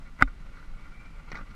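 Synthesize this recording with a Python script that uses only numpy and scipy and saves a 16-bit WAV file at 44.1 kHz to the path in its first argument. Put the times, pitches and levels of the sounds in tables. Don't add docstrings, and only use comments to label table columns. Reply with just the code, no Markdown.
import sys
import numpy as np
from scipy import signal
from scipy.fft import rfft, irfft
from scipy.io import wavfile
from scipy.ndimage import uniform_filter1d

SR = 44100
rng = np.random.default_rng(int(sys.argv[2]) if len(sys.argv) > 2 else 0)


def waveform_to_disk(signal):
    frames = np.transpose(np.atleast_2d(signal))
    scaled = np.clip(frames, -1, 1) * 32767
    samples = np.round(scaled).astype(np.int16)
    wavfile.write(sys.argv[1], SR, samples)


N = 68355


def amp(db):
    return 10 ** (np.asarray(db) / 20)


def unit_rms(x):
    return x / np.sqrt(np.mean(x ** 2) + 1e-20)


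def add(mix, start_s, sound):
    part = mix[round(start_s * SR):][:len(sound)]
    part += sound[:len(part)]


def coloured(x, spectrum):
    point_hz, point_db = np.transpose(spectrum)
    hz = np.fft.rfftfreq(len(x), 1 / SR)
    gain_db = np.interp(np.log(hz + 1), np.log(point_hz), point_db, left=-99)
    return irfft(rfft(x) * amp(gain_db), len(x))


def lumpy(patchy_db, swell_db):
    frames = N // 128 + 6
    real, imag, patches = rng.standard_normal((frames, 257, 3)).T
    flicker = unit_rms(uniform_filter1d(rng.standard_normal(frames), size=6))
    patches = uniform_filter1d(patches, size=5, axis=0)
    patches = unit_rms(uniform_filter1d(patches, size=16, axis=1))
    spectra = (real + 1j * imag) * amp(patchy_db * patches + swell_db * flicker)
    return signal.istft(spectra, nperseg=512, noverlap=384)[1][:N]


# (frequency [Hz], relative density [dB per Hz])
AIR_SPECTRUM = [(15, -18.5), (30, 4.5), (50, -3), (80, -12.5), (160, -11.5), (260, -19.5), (400, -30),
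                (900, -32), (2500, -36.5), (4000, -41), (8000, -49), (12000, -55.5), (14500, -65),
                (16000, -98.5)]
AIR_DB = -48.5


def river_air():
    noise = lumpy(patchy_db=.6, swell_db=.4)
    return amp(AIR_DB) * unit_rms(coloured(noise, AIR_SPECTRUM))


# (time [s], level [dB])
RUMBLE_LEVEL = [(0.0, -42.5), (0.15, -43), (0.176, -57.5), (0.24, -32.5), (0.332, -38.5), (0.59, -43.5),
                (0.616, -52), (0.686, -33.5), (0.794, -40), (0.816, -42), (1.092, -45), (1.19, -38.5),
                (1.22, -53.5), (1.328, -37), (1.38, -50), (1.424, -35), (1.45, -47), (1.55, -47.5)]


def rumble():
    t = np.arange(N) / SR
    deep = coloured(rng.standard_normal(N), [(12, 5.5), (30, 0.5), (45, -25.5), (70, -39), (200, -87)])
    steady = deep / np.sqrt(uniform_filter1d(deep ** 2, size=4000))
    return steady * amp(np.interp(t, *np.transpose(RUMBLE_LEVEL)))


# (frequency [Hz], level when knocked [dB], first swing [+1 out, -1 in],
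# time to decay by 60 dB when knocked [s])
CASE_MODES = [(575, -38, 1, .06), (801, -16, -1, .022), (910, -42, 1, .03), (1215, -13.6, -1, .026),
              (1279, -6, -1, .017), (1400, -36, 1, .03), (1483, -.4, 1, .014), (1860, -13, 1, .012),
              (2000, -32, 1, .04), (2090, -6, -1, .015), (2220, -32, 1, .045), (2446, -30, 1, .037),
              (2720, -32, -1, .025), (3050, -38, -1, .045), (3650, -36, 1, .045), (4030, -36, -1, .025),
              (4500, -42, 1, .025)]
RUBBED_DB = [-8.5, -43.5, -15, -2.5, -8.5, 2.5, 2.5, -1.5, -2.5, -1, -3.5, -16.5, -11, -36, -21.5, -12, -23]
RUB_RING = 1.3


def rubbed_case(lean_db, t):
    hz, _, _, t60 = np.transpose(CASE_MODES)[:, :, None]
    db = (np.array(RUBBED_DB) + lean_db)[:, None]
    return (amp(db - 60 * t / (RUB_RING * t60)) * np.sin(2 * np.pi * hz * t)).sum(0)


# (time [s], level [dB])
RUSTLE_LEVEL = [(0.0, -60.5), (0.578, -59), (0.764, -57), (0.94, -56.5), (1.1, -59), (1.316, -56),
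                (1.55, -56.5)]


def rustle():
    t = np.arange(N) / SR
    ringing = signal.fftconvolve(lumpy(patchy_db=1.7, swell_db=-2.2), rubbed_case(0, t[:3000]))[:N]
    return unit_rms(ringing) * amp(np.interp(t, *np.transpose(RUSTLE_LEVEL)))


# (frequency [Hz], level [dB])
GRIT_SPECTRUM = [(2500, -2), (2900, 0), (3400, -5), (4300, -1), (5000, -7), (5700, -6), (6600, -15),
                 (10000, -26), (15000, -46)]
# (lower edge [Hz], upper edge [Hz])
THUMP_BAND = [70, 260]
STROKE_RISE = .2
FAVOUR_OCT, GRIT_DB = .3, 3.2


def scuff(length, db, favour_hz, treble_db, thump_db):
    mode_hz = np.transpose(CASE_MODES)[0]
    t = np.arange(0, length + .05, 1 / SR)
    progress = np.clip(t / length, 0, 1)
    stroke = np.minimum(progress / STROKE_RISE, 1) * np.cos(np.pi / 2 * progress)
    rub, roughness, thud = rng.standard_normal((len(t), 3)).T
    grit = rub * amp(GRIT_DB * unit_rms(uniform_filter1d(roughness, size=60))) * stroke

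    lean_db = np.maximum(-5 * (np.log2(mode_hz / favour_hz) / FAVOUR_OCT) ** 2, -15)
    body = unit_rms(signal.fftconvolve(grit, rubbed_case(lean_db, t[:2000]))[:len(t)])
    treble = amp(treble_db) * unit_rms(coloured(grit, GRIT_SPECTRUM))
    thump_filter = signal.butter(4, THUMP_BAND, "band", fs=SR, output="sos")
    thump = amp(thump_db) * unit_rms(signal.sosfilt(thump_filter, thud * stroke))
    stroke_share = np.sqrt(length * SR / len(t))
    return amp(db) * stroke_share * (body + treble + thump)


# (start [s], length [s], body level [dB], favoured pitch [Hz],
# treble relative to body [dB], thump relative to body [dB])
SCUFFS = [(.189, 0.0032, -45.5, 1800, -23, -1.5), (0.194, 0.011, -42, 1620, -19, -21),
          (0.2058, 0.0045, -38.5, 1500, -26.5, -24.5), (0.2106, 0.0094, -28, 1420, -28, -6),
          (0.278, 0.0076, -45, 1590, -19.5, -19), (0.539, 0.13, -59, 1400, -12, -20),
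          (0.809, 0.004, -64.5, 2000, 0, -16), (1.047, 0.026, -57.5, 1425, -8, -16),
          (1.18, 0.022, -73, 1300, -10, -20), (1.294, 0.045, -58, 1660, -6.5, -12),
          (1.316, 0.01, -39, 1760, -8, -19), (1.327, 0.0075, -41.5, 1920, -28, 0),
          (1.343, 0.011, -42, 1420, -44, -10), (1.351, 0.021, -41, 1920, -11, -18),
          (1.364, 0.034, -46, 1480, -10, -9.5), (1.387, 0.018, -45.5, 1450, -16, -10.5),
          (1.4, 0.039, -52.5, 1450, -39, 2.5), (1.502, 0.024, -56, 1300, -8, 1),
          (0.566, 0.064, -65, 4420, -17, -30)]


def scuffs():
    out = np.zeros(N)
    for start_s, *stroke in SCUFFS:
        add(out, start_s, scuff(*stroke))
    return out


# (time [s], gain [dB])
KNOCKS = [(.2232, .4), (.2757, -38)]
# (frequency [Hz], level [dB], time to decay by 60 dB [s])
HULL_MODES = [(37, -22, .095), (266, -20.5, .084)]
# (frequency [Hz], level [dB])
CRACK_SPECTRUM = [(2600, -4), (3300, 0), (5200, -3), (6500, -8), (9300, -17), (9900, -32), (11000, -26),
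                  (13500, -33), (15500, -46)]
CONTACT_S = .00037
PUSH_DB, PUSH_S = -17.5, .0029
CRACK_DB, CRACK_T60, CRACK_RISE_S = -23.5, .012, .001


def knocks():
    t = np.arange(0, .3, 1 / SR)
    case = np.zeros(len(t))
    for hz, db, swing, t60 in CASE_MODES:
        case += swing * amp(db - 60 * t / t60) * np.sin(2 * np.pi * hz * t)
    (low_hz, low_db, low_t60), (hum_hz, hum_db, hum_t60) = HULL_MODES
    hull = amp(low_db - 60 * (t / low_t60) ** 3) * np.sin(2 * np.pi * low_hz * t)
    hull -= amp(hum_db - 60 * t / hum_t60) * np.sin(2 * np.pi * hum_hz * t)

    contact = np.sin(np.pi / 2 * np.minimum(t / CONTACT_S, 1)) ** 2
    push = -amp(PUSH_DB) * np.sin(np.pi * np.minimum(t / PUSH_S, 1)) ** 2
    crack_envelope = amp(CRACK_DB - 60 * t / CRACK_T60) * np.minimum(t / CRACK_RISE_S, 1)
    out = np.zeros(N)
    for start_s, gain_db in KNOCKS:
        crack = unit_rms(coloured(rng.standard_normal(len(t)), CRACK_SPECTRUM)) * crack_envelope
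        add(out, start_s, amp(gain_db) * (contact * (case + hull) + push + crack))
    return out


# (time [s], frequency [Hz], level [dB])
WHINE_COURSE = [(.62, 2148, -88), (0.751, 2189, -64), (0.819, 2313, -68), (.97, 2330, -64),
                (1.051, 2360, -60), (1.151, 2350, -68), (1.25, 2300, -86)]
WHINE_WIDTH_HZ = 15


def whine():
    t = np.arange(N) / SR
    point_s, point_hz, point_db = np.transpose(WHINE_COURSE)
    pole = np.exp(-np.pi * WHINE_WIDTH_HZ / SR)
    real, imag = signal.lfilter([1], [1, -pole], rng.standard_normal((N, 2)), axis=0).T
    fuzz = unit_rms(real) + 0.62 + 1j * unit_rms(imag)
    carrier = np.exp(2j * np.pi * np.cumsum(np.interp(t, point_s, point_hz)) / SR)
    level = amp(np.interp(t, point_s, point_db, left=-120, right=-120))
    return unit_rms((fuzz * carrier).real) * level


def scene():
    mix = river_air() + rumble() + rustle() + scuffs() + knocks() + whine()
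    return mix[None]


KNEE = .6
EDGE_HZ = 15200


def record(dry):
    over = np.maximum(abs(dry) - KNEE, 0)
    squeezed = np.sign(dry) * (abs(dry) - over + (1 - KNEE) * np.tanh(over / (1 - KNEE)))
    lowpass = signal.firwin(511, EDGE_HZ, window=("kaiser", 9), fs=SR)
    return signal.oaconvolve(squeezed, lowpass[None], "same")


dry = scene()
out = record(dry)
waveform_to_disk(out)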